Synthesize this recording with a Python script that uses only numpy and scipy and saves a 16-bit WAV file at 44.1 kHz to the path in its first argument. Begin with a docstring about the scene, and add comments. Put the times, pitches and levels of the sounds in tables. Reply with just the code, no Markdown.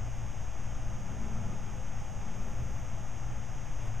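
"""Room tone of a large gym, almost mono, with microphone hiss and a notch in the treble.
From the start, ventilation rumbles in its ducts, fans sing faintly and lamps buzz thin and high.
At 1 s a cable machine rolls softly through a pull, its strands drumming over a pulley.
A quieter return follows just after 2 s, and a very high whistle comes on for half a second.
Near the end the machine stirs with a soft rustle and three ticks of its fittings."""
import sys
import numpy as np
from scipy import signal
from scipy.fft import rfft, irfft
from scipy.io import wavfile
from scipy.ndimage import uniform_filter1d

SR = 44100
rng = np.random.default_rng(int(sys.argv[2]) if len(sys.argv) > 2 else 0)


def put_to_file(sound):
    """Save the sound as 16-bit audio at rate SR, in the file named by the first command-line argument."""
    columns = np.atleast_2d(sound).T  # one column per channel
    safe = np.clip(columns, -1, 1)
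    whole_steps = np.round(safe * 32767)
    wavfile.write(sys.argv[1], SR, whole_steps.astype(np.int16))


N = 176400

# Air bed of the ventilation. Each row: frequency in Hz, density in dB per Hz.
AIR_SPECTRUM = [(18, -52.5), (30, -59.5), (40, -56.5), (70, -67.5), (100, -62.5), (150, -73), (210, -75),
                (300, -82), (450, -87), (620, -81.5), (820, -82), (1050, -86.5), (1330, -87), (1700, -88.5),
                (3100, -91), (5000, -95.5), (6300, -94), (7500, -104), (9000, -112), (11000, -119),
                (15000, -118)]
# Fader moves for the blower's throb and for its hum. Each row: time in seconds, level in dB.
THROB_FADER = [(0, -43), (.4, -50), (.58, -45), (.9, -41), (1.03, -52.5), (1.26, -40.5), (1.55, -54),
               (2.1, -48.5), (2.45, -49), (2.65, -37), (3.05, -54), (3.27, -42.5), (3.65, -61), (4, -49)]
HUM_FADER = [(0, -45), (.2, -42.5), (.5, -52.5), (.8, -50), (.98, -42), (1.15, -54), (1.36, -40),
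             (1.5, -58), (1.73, -44), (1.87, -55.5), (2.02, -44), (2.2, -59), (2.5, -47), (2.8, -43),
             (3.05, -50.5), (3.3, -42.5), (3.55, -54), (3.85, -41), (4, -47.5)]
# Duct resonances. Each row: pitch in Hz, width in Hz, level in dB.
DUCT_MODES = [(136, 6.2, -58.5), (178, 6.7, -60), (206.2, 4.6, -62), (282, 10, -68.5), (513.8, 14, -67.5),
              (588, 17, -72.5), (657, 21, -70), (829.6, 14, -68), (859, 9.9, -68.5), (1237, 39, -70.5),
              (1366, 26, -71.5)]
# Singing fans. Each row: pitch in Hz, level in dB.
FAN_TONES = [(480, -75), (721, -69.5), (763, -67.5), (794, -74.5), (824, -68.5), (924, -76.5),
             (1018, -75.5), (1103, -69.5), (1200, -73)]
# Strong partials of the lamp buzz: first their multiples of the mains, then their levels in dB.
LAMP_HARMONICS = [86, 98, 100, 107, 108, 109, 110, 111, 112, 113, 118, 122, 134, 136]
LAMP_LEVELS_DB = [-75, -72.5, -70, -77, -63, -74, -65, -78.5, -72.5, -79, -82, -80.5, -88.5, -95]
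# Fizz of weak mains partials. Each row: frequency in Hz, level per partial in dB.
FIZZ_SPECTRUM = [(4900, -101), (5700, -96.5), (6500, -89), (7200, -88), (8100, -95.5), (9600, -105)]
# Faint whines of electronics. Each row: pitch in Hz, level in dB.
WHINE_TONES = [(8452, -90.5), (8484, -92), (8990, -92), (9022, -88.5)]
# Partials of the high whistle. Each row: pitch in Hz, width in Hz, level in dB.
WHISTLE_BANDS = [(12230, 260, -89), (13050, 230, -82), (13700, 900, -86)]
# Colour of the rustle and of the ticks. Each row: frequency in Hz, density in dB per Hz.
RUSTLE_SPECTRUM = [(150, -80), (350, -83.5), (800, -82), (1500, -101), (3000, -95), (8000, -110),
                   (14000, -120)]
TICK_SPECTRUM = [(1000, -81), (4000, -91), (7000, -94), (9000, -107), (11000, -106), (15000, -120)]
# Ticks of the cable fittings. Each row: start in seconds, gain in dB.
TICK_CUES = [(3.834, -9), (3.855, 0), (3.872, 3)]
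# Pulley rumble. Each row: frequency in Hz, density in dB per Hz.
PULLEY_SPECTRUM = [(125, -79), (170, -69), (230, -71.5), (300, -84.5), (400, -80.5), (520, -90),
                   (1200, -93), (3000, -104), (8000, -112), (12000, -125)]
# Resonances of the rolling pulleys. Each row: pitch in Hz, width in Hz, level in dB.
PULLEY_RESONANCES = [(175.6, 28, -54), (407, 34, -60.5)]
# Pull and return. Each row: start in seconds, length in seconds, gain in dB, top pitch in Hz.
STROKE_CUES = [(1.038, 0.44, 0, 227), (2.142, 0.383, -4, 219)]
# Microphone hiss. Each row: frequency in Hz, density in dB per Hz.
HISS_SPECTRUM = [(40, -78.5), (120, -110), (600, -124), (1000, -144), (7000, -144), (8300, -117),
                 (12500, -116), (15000, -120)]
# The recorder's steady offsets, left then right, as shares of full scale.
DC_OFFSETS = [.0255, .0077]


def undb(db):
    return 10 ** (np.asarray(db) / 20)


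def contour(hz, points):
    """EQ curve: gain through (Hz, dB) points joined on a log-frequency axis."""
    at, db = np.array(points, float).T
    return undb(np.interp(np.log(np.maximum(hz, 1)), np.log(at), db))


def bins():
    """Frequency of each spectral bin."""
    return np.arange(N // 2 + 1) * SR / N


def noise(points):
    """Noise coloured by (Hz, dB per Hz) points."""
    return irfft(rfft(rng.standard_normal(N)) * contour(bins(), points), N) * np.sqrt(SR / 2)


def resonance(hz, width_hz):
    """Noise ringing in one steep resonance, rms 1."""
    ring = irfft(rfft(rng.standard_normal(N)) / (1 + (2 * (bins() - hz) / width_hz) ** 2), N)
    return ring / ring.std()


def drift(per_s):
    """Smooth random modulation with a spread near 1."""
    hold = int(SR / max(per_s, .5))
    steps = np.repeat(rng.standard_normal(N // hold + 1), hold)
    return 1.3 * uniform_filter1d(uniform_filter1d(steps, hold), hold)[:N]


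def tone(hz, phase):
    """A sine of rms 1 on a steady or moving pitch."""
    return np.sqrt(2) * np.cos(2 * np.pi * np.cumsum(hz * np.ones(N)) / SR + phase)


def drone(hz, wander_hz, flutter_per_s=30, flutter_db=2.5):
    """A low note whose pitch and level flutter."""
    note = tone(hz + wander_hz * drift(flutter_per_s), 2 * np.pi * rng.random())
    return note * undb(flutter_db * drift(flutter_per_s))


def ventilation(t, air_trim_db=.5, surge_db=3, fan_wander=.00121, fan_waver_db=2):
    """The bed: air rushes, the blower throbs and hums an octave up, ducts ring and fans waver."""
    air = undb(air_trim_db) * noise(AIR_SPECTRUM)
    throb = undb(np.interp(t, *np.array(THROB_FADER).T)) * drone(hz=57, wander_hz=4.5)
    hum = undb(np.interp(t, *np.array(HUM_FADER).T)) * drone(hz=116, wander_hz=3.6)
    ducts = sum(undb(db) * resonance(hz, width) for hz, width, db in DUCT_MODES)
    fans = np.zeros(N)
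    for hz, db in FAN_TONES:
        pitch = hz * (1 + fan_wander * drift(per_s=6.08))
        fans += undb(db + fan_waver_db * drift(per_s=3.9)) * tone(pitch, 0)
    surge = undb(surge_db * drift(per_s=3))
    return air + throb + hum + ducts * surge + fans


def lamps(mains_hz=60.009, ring_hz=6510, ring_width_hz=170, scatter_db=3.5):
    """Lamps kick a high resonance twice a mains cycle, over a fizz of weak partials."""
    orders = np.array(LAMP_HARMONICS)
    ring_phase = -np.arctan(2 * (orders * mains_hz - ring_hz) / ring_width_hz)
    spread_rad = np.where(orders % 2, 1.4, .5)  # odd partials make the two kicks a little unlike
    phases = ring_phase + rng.standard_normal(len(orders)) * spread_rad
    buzz = sum(undb(db) * tone(k * mains_hz, p) for k, db, p in zip(orders, LAMP_LEVELS_DB, phases))
    fizz_hz = np.setdiff1d(np.arange(82, 160), orders) * mains_hz
    gains = contour(fizz_hz, FIZZ_SPECTRUM) * undb(scatter_db * rng.standard_normal(len(fizz_hz)))
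    fizz = sum(gain * tone(hz, 2 * np.pi * rng.random()) for hz, gain in zip(fizz_hz, gains))
    return buzz + fizz


def electronics(t, on_s=2.36, off_s=2.85):
    """Steady faint whines, and a very high whistle that switches on briefly."""
    whines = sum(undb(db) * tone(hz, 2 * np.pi * rng.random()) for hz, db in WHINE_TONES)
    gate = uniform_filter1d(1. * ((t > on_s) & (t < off_s)), size=441)  # 10 ms fades
    whistle = sum(undb(db) * resonance(hz, width) for hz, width, db in WHISTLE_BANDS)
    return whines + gate * whistle


def fittings(t, tick_decay_s=.005, rustle_peak_s=3.85, rustle_half_s=.08):
    """The machine stirs: the cable fittings tick inside a soft swell of rustle."""
    ticks = sum(undb(db) * (t >= at) * np.exp(-np.abs(t - at) / tick_decay_s) for at, db in TICK_CUES)
    swell = np.exp(-((t - rustle_peak_s) / rustle_half_s) ** 2)
    return swell * noise(RUSTLE_SPECTRUM) + ticks * noise(TICK_SPECTRUM)


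def pulleys(t, attack_s=.12, decay_s=.29):
    """Pulley rumble builds with each stroke, holds while the cable runs and dies away in the hall."""
    envelope = np.zeros(N)
    for start, length, db, _ in STROKE_CUES:
        attack = np.clip((t - start) / attack_s, 0, 1)
        tail = np.exp(-np.maximum(t - start - length, 0) / decay_s)
        envelope += undb(db) * attack * tail
    ringing = sum(undb(db) * resonance(hz, width) for hz, width, db in PULLEY_RESONANCES)
    return envelope * (noise(PULLEY_SPECTRUM) + ringing)


def cable_note(t, start, length, top_hz, sag_hz=10):
    """The cable's strands drum over a pulley: the note rises and swells with the stroke's speed."""
    peak_s, half_width_s = start + .668 * length, .54 * length
    speed = np.exp(-((t - peak_s) / half_width_s) ** 2)
    return speed * drone(top_hz - sag_hz * (1 - speed), wander_hz=2)


def cable_machine(t, note_db=-48.5):
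    """The main source: the cable drones over rolling pulleys, out and back, then the fittings stir."""
    notes = sum(undb(note_db + db) * cable_note(t, start, length, hz)
                for start, length, db, hz in STROKE_CUES)
    return notes + pulleys(t) + fittings(t)


def scene():
    """The mix, with every layer dead centre."""
    t = np.arange(N) / SR
    room = lamps() + cable_machine(t) + electronics(t) + ventilation(t)
    return np.array([room, room])


def record(dry):
    """The recorder adds each channel's own hiss, notches the treble, cuts the top and leaves offsets."""
    notch_hz, notch_width_hz, top_hz = 4210, 2640, 15050
    hissy = dry + np.array([noise(HISS_SPECTRUM), noise(HISS_SPECTRUM)])
    from_notch_hz = bins() - notch_hz
    notch = from_notch_hz / (from_notch_hz - 1j * notch_width_hz / 2)
    notched = irfft(rfft(hissy) * notch, N)
    high_cut = signal.ellip(10, .1, 70, top_hz, fs=SR, output="sos")
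    return signal.sosfilt(high_cut, notched) + np.array(DC_OFFSETS)[:, None]


dry = scene()
out = record(dry)
put_to_file(out)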